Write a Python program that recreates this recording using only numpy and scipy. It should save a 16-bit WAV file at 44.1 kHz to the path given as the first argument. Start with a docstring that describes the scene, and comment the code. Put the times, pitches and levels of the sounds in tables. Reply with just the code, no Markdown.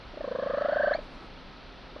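"""Faint hiss and a brush of bedding in a small, dead room; then a cat on the bed trills once, close to
the microphone, and starts again softly at the very end. Its larynx opens about 27 times a second. Each
opening lets out a low push and a short rising coo; while it is nearly shut a thin whistle leaks
through, climbing to a tiny squeak. The cat sits dead centre, with a little rasp in its throat."""
import sys
import numpy as np
from scipy import signal
from scipy.fft import rfft, irfft, next_fast_len
from scipy.io import wavfile
from scipy.ndimage import map_coordinates

SR = 44100
rng = np.random.default_rng(int(sys.argv[2]) if len(sys.argv) > 2 else 0)


def store_pcm(level_fs):
    """Save levels as 16-bit WAV."""
    pcm = np.round(np.clip(level_fs, -1, 1) * 32767).astype(np.int16)
    wavfile.write(sys.argv[1], SR, np.atleast_2d(pcm).T)


N = 88200

# Room tone spectrum: frequency_hz, relative_db
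HISS_SPECTRUM = [(12, -23), (20, 10), (51, 3), (76, -6), (160, -7), (198, -5.5), (264, -9), (298, -10),
                 (406, -10.5), (492, -11), (528, -9), (961, -11.5), (1140, -14.5), (1310, -10.5),
                 (1700, -16), (4330, -19), (6050, -35), (7860, -73.5), (13300, -120)]
# Its stereo width, side against mid: frequency_hz, side_db
HISS_WIDTH = [(30, -14), (120, -21.5), (280, -5), (600, -13.5), (1500, -26), (3000, -45.5), (5000, -46.5),
              (7500, -13)]
# Faint appliance tones: pitch_hz, rms_db
HUM_TONES = [(174, -66), (262, -63.5), (525, -68.5), (1290, -65)]
# The cat shifting its weight on the bed: time_s, level_db
RUSTLE_LEVELS = [(0, -77), (.07, -54.5), (.12, -66), (.9, -58), (1.02, -53), (1.14, -51.5), (1.3, -55),
                 (1.5, -67.5)]
# Bedding spectrum: frequency_hz, relative_db
RUSTLE_SPECTRUM = [(40, -6.5), (90, -6.5), (270, -5), (380, -7), (1200, -13), (4500, -36.5), (7000, -45.5),
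                   (12000, -51.5)]
# Reflections off nearby walls: delay_s, gain_db
WALL_ECHOES = [(.0046, -18), (.0102, -17), (0.0155, -24)]
# Breath noise through the first trill: time_s, level_db
RASP_LEVELS = [(.12, -81), (.25, -56), (.43, -47), (.7, -41.5), (.85, -39.5), (.95, -42), (.98, -52.5),
               (1.03, -79.5)]
# Throat resonances: centre_hz, width_hz, relative_db
THROAT_RESONANCES = [(1081, 780, -2), (1655, 364, 3.5), (3140, 680, -13), (4450, 140, -10.5)]
# Closing squeak: time_s, pitch_hz, level_db, octave_level_db
SQUEAK_CURVE = [(.922, 1965, -72, -67), (.93, 1743, -29.5, -55), (.937, 1657, -22.5, -50),
                (.939, 2050, -43, -36.5), (.945, 2210, -36, -36), (.948, 2216, -62.5, -51.5),
                (.968, 2336, -42.5, -52), (.98, 2400, -77, -92)]
# Whistle between openings: time_s, base_pitch_hz, base_level_db
WHISTLE_CURVE = [(.24, 1018, -71), (.41, 1073, -46), (.52, 1177, -38.5), (.64, 1296, -40), (.72, 1440, -36),
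                 (.83, 1581, -27.5), (.9, 1536, -29.5), (.922, 1578, -23), (.93, 1590, -48.5)]
# Overtones of a coo: harmonic_number, relative_db
COO_OVERTONES = [(2, -22), (3, -29), (4, -44), (5, -48), (7, -40.5)]
# One curve per trill: time_s, level_db, pitch_hz, coo_length_s, overtone_boost_db, push_pitch_hz
TRILL_CURVES = [
    [(.1415, -34, 568, 0.0044, 1, 340), (.212, -24.5, 583, 0.0057, 4, 352),
     (.285, -26, 505, 0.012, 6.5, 227), (.39, -24, 524, 0.014, 6, 230), (.5, -23.5, 528, 0.015, 5.5, 228),
     (.62, -21.5, 561.5, .014, 6.5, 238), (.84, -19, 580.6, 0.014, -4, 235),
     (.917, -18, 575, 0.012, 4.5, 257), (.954, -20.5, 615, 0.00823, 0, 266),
     (.995, -28, 552, 0.0059, 2, 320)],
    [(1.931, -42.5, 387, 0.0059, 8, 296), (1.965, -30, 564, 0.0039, 11, 318),
     (2.005, -37.5, 370, 0.0051, 4, 297)],
]

HISS_DB, RUMBLE_CUT_HZ = -46.5, 18.2
TAIL_DB, TAIL_T60_S, TAIL_SIDE_DB = -24, .22, -22
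RASP_PULSE_DB = 2.5
WHISTLE_BEND, WHISTLE_JITTER, WHISTLE_DUCK_DB, WHISTLE_SWELL_DB = .19, .019, -24, 7.5
FIRST_PERIOD_S, PERIOD_S = .0352, .03728  # between openings of the larynx
COO_JITTER, COO_FLUTTER_DB, PITCH_SCATTER, ONSET_SCATTER_S = .018, .6, .014, .00019
ATTACK_S, RELEASE_S = .0007, .0015
FLICK_OCTAVES, FLICK_DB, FLICK_AT_S, FLICK_S = .21, 2, .0026, .00036  # upturn that ends each coo
CATCH_DB, CATCH_AT_S, CATCH_S = -.5, .000075, .0017  # the coo falters just before the flick
PUSH_MAX_DB, PUSH_S, PUSH_LEAD_S, PUSH_SCATTER_S = -38.5, .0041, .0045, .0008
PREAMP_DB, BAND_LIMIT_HZ = -80, 11700


def amp(db):
    """Decibels to gain."""
    return 10 ** (np.asarray(db) / 20)


def unit_rms(x):
    """Scale to rms 1."""
    return x / np.sqrt(np.mean(x ** 2) + 1e-20)


def step(u):
    """A smooth step from 0 to 1."""
    return (1 + np.tanh(u / 2)) / 2


def gain_at(spectrum, hz):
    """Gain of a (frequency_hz, level_db) table, interpolated on a log axis."""
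    f, db = np.transpose(spectrum)
    return amp(np.interp(np.log(hz + 1), np.log(f + 1), db))


def curves(rows, t):
    """Each column after the first, at the times t."""
    times, *columns = np.transpose(rows)
    return [np.interp(t, times, column) for column in columns]


def wobble(rate):
    """A smooth random curve, rate knots a second."""
    return map_coordinates(rng.standard_normal(N), [np.arange(N) * rate / SR + 2])


def filtered(x, response):
    """Filter x by a function of frequency."""
    size = next_fast_len(N + SR // 2)
    return irfft(rfft(x, size) * response(np.fft.rfftfreq(size, 1 / SR)), size)[..., :N]


def phase_of(hz):
    """Running phase of a pitch curve."""
    return 2 * np.pi * np.cumsum(hz) / SR


def room_tone():
    """Steady, nearly mono hiss and rumble with faint appliance hum."""
    noise = rng.standard_normal((2, N))
    mid, side = filtered(noise, lambda f: gain_at(HISS_SPECTRUM, f) * step((f - RUMBLE_CUT_HZ) / 4))
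    side = filtered(side, lambda f: gain_at(HISS_WIDTH, f))
    hum = np.zeros(N)
    for hz, db in HUM_TONES:
        peak = np.sqrt(2) * amp(db + 2.6 * wobble(6.5))
        hum += peak * np.sin(phase_of(hz + 2 * wobble(10.95)))
    return amp(HISS_DB) * unit_rms(np.array([mid + side, mid - side])) + hum


def bedding(t):
    """A soft, uneven rustle as the cat shifts its weight."""
    db, = curves(RUSTLE_LEVELS, t)
    level = amp(db + 2.6 * wobble(25))
    return level * unit_rms(filtered(rng.standard_normal(N), lambda f: gain_at(RUSTLE_SPECTRUM, f)))


def small_room(direct):
    """The microphone gets the direct sound, a few wall reflections and a weak, narrow tail."""
    t = np.arange(SR // 3) / SR
    tails = rng.standard_normal((2, len(t))) * amp(-60 * t / TAIL_T60_S) * (1 - np.exp(-t / .0065))
    tails /= np.linalg.norm(tails[0])
    mid, side = amp(TAIL_DB) * signal.fftconvolve(direct[None], tails, axes=1)[:, :N]
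    walls = filtered(direct, lambda f: sum(amp(db) * np.exp(-2j * np.pi * f * delay_s)
                                           for delay_s, db in WALL_ECHOES))
    return direct + walls + mid + amp(TAIL_SIDE_DB) * np.array([side, -side])


def rasp(t, cycle):
    """Turbulence in the throat's resonances, stronger at each opening."""
    db, = curves(RASP_LEVELS, t)
    throat = lambda f: sum(amp(peak_db) / (1 + 2 * ((f - hz) / width) ** 2) ** 2
                           for hz, width, peak_db in THROAT_RESONANCES)
    breath = unit_rms(filtered(rng.standard_normal(N), throat))
    return amp(db + RASP_PULSE_DB * np.cos(2 * np.pi * cycle)) * breath


def squeak(t):
    """Late in the first trill the whistle breaks upward and gains overtones."""
    hz, db, octave_db = curves(SQUEAK_CURVE, t)
    phase = phase_of(hz * (1 + .012 * wobble(600)))
    overtones = np.sin(2 * phase) + amp(-28) * np.sin(3 * phase)
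    tone = amp(db) * np.sin(phase) + amp(octave_db) * overtones
    return tone * (t > SQUEAK_CURVE[0][0]) * (t < SQUEAK_CURVE[-1][0])


def whistle(t, cycle):
    """Between openings a thin tone sags, rises again and swells as pressure builds."""
    hz, db = curves(WHISTLE_CURVE, t)
    opening = np.cos(np.pi * cycle) ** 2
    jitter = WHISTLE_JITTER * (wobble(300) + wobble(40))
    phase = phase_of(hz * (1 + WHISTLE_BEND * opening + jitter))
    swell_db = -WHISTLE_SWELL_DB / 2 * np.sin(2 * np.pi * cycle)
    level = amp(db + WHISTLE_DUCK_DB * opening ** 2 + swell_db + .6 * wobble(110))
    return level * np.sin(phase) * (t > WHISTLE_CURVE[0][0]) * (t < WHISTLE_CURVE[-1][0])


def opening_times(trill):
    """The larynx opens at a steady rate, a little faster for the first four periods."""
    times = [trill[0][0]]
    while times[-1] < trill[-1][0] - PERIOD_S / 2:
        times.append(times[-1] + (FIRST_PERIOD_S if len(times) <= 4 else PERIOD_S))
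    return times


def larynx(t, trill):
    """Each opening gives a low push and a short coo that flicks upward before it is cut off."""
    out = np.zeros(N)
    jitter = 1 + COO_JITTER * wobble(450)
    flutter = amp(COO_FLUTTER_DB * wobble(350))
    for centre_s in opening_times(trill):
        db, hz, length_s, boost_db, push_hz = curves(trill, centre_s)
        near = np.abs(t - centre_s) < PERIOD_S
        coo_t = t[near] - centre_s - rng.normal(0, ONSET_SCATTER_S)
        flick = step((coo_t - FLICK_AT_S) / FLICK_S)
        phase = phase_of(hz * rng.normal(1, PITCH_SCATTER) * 2 ** (FLICK_OCTAVES * flick) * jitter[near])
        phase -= np.interp(-length_s / 2, coo_t, phase)  # every coo starts at zero phase
        overtones = sum(amp(level_db + rng.normal(0, 1.2)) * np.sin(harmonic * phase)
                        for harmonic, level_db in COO_OVERTONES)
        coo = np.sin(phase) + amp(boost_db) * overtones
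        gate = step((coo_t + length_s / 2) / ATTACK_S) * step((length_s / 2 - coo_t) / RELEASE_S)
        catch_db = rng.uniform(1.0, 1.7) * CATCH_DB * np.exp(-((coo_t - CATCH_AT_S) / CATCH_S) ** 2)
        out[near] += amp(db + FLICK_DB * flick + catch_db) * coo * flutter[near] * gate
        push_t = coo_t + PUSH_LEAD_S + rng.normal(0, PUSH_SCATTER_S)
        push = np.sin(2 * np.pi * push_hz * push_t) * np.exp(-(push_t / PUSH_S) ** 2)
        out[near] += min(amp(PUSH_MAX_DB), amp(db) / 2) * push
    return out


def scene():
    """The cat close up and centred, over the room tone."""
    t = np.arange(N) / SR
    openings = opening_times(TRILL_CURVES[0])
    cycle = np.interp(t, openings, np.arange(len(openings)))  # a whole number at each opening
    trills = sum(larynx(t, trill) for trill in TRILL_CURVES)
    voice = trills + whistle(t, cycle) + squeak(t) + rasp(t, cycle)
    return small_room(voice) + bedding(t) + room_tone()


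def record(dry):
    """The recorder adds a trace of white noise and keeps nothing above its band limit."""
    return filtered(dry + amp(PREAMP_DB) * rng.standard_normal((2, N)), lambda hz: hz < BAND_LIMIT_HZ)


dry = scene()
out = record(dry)
store_pcm(out)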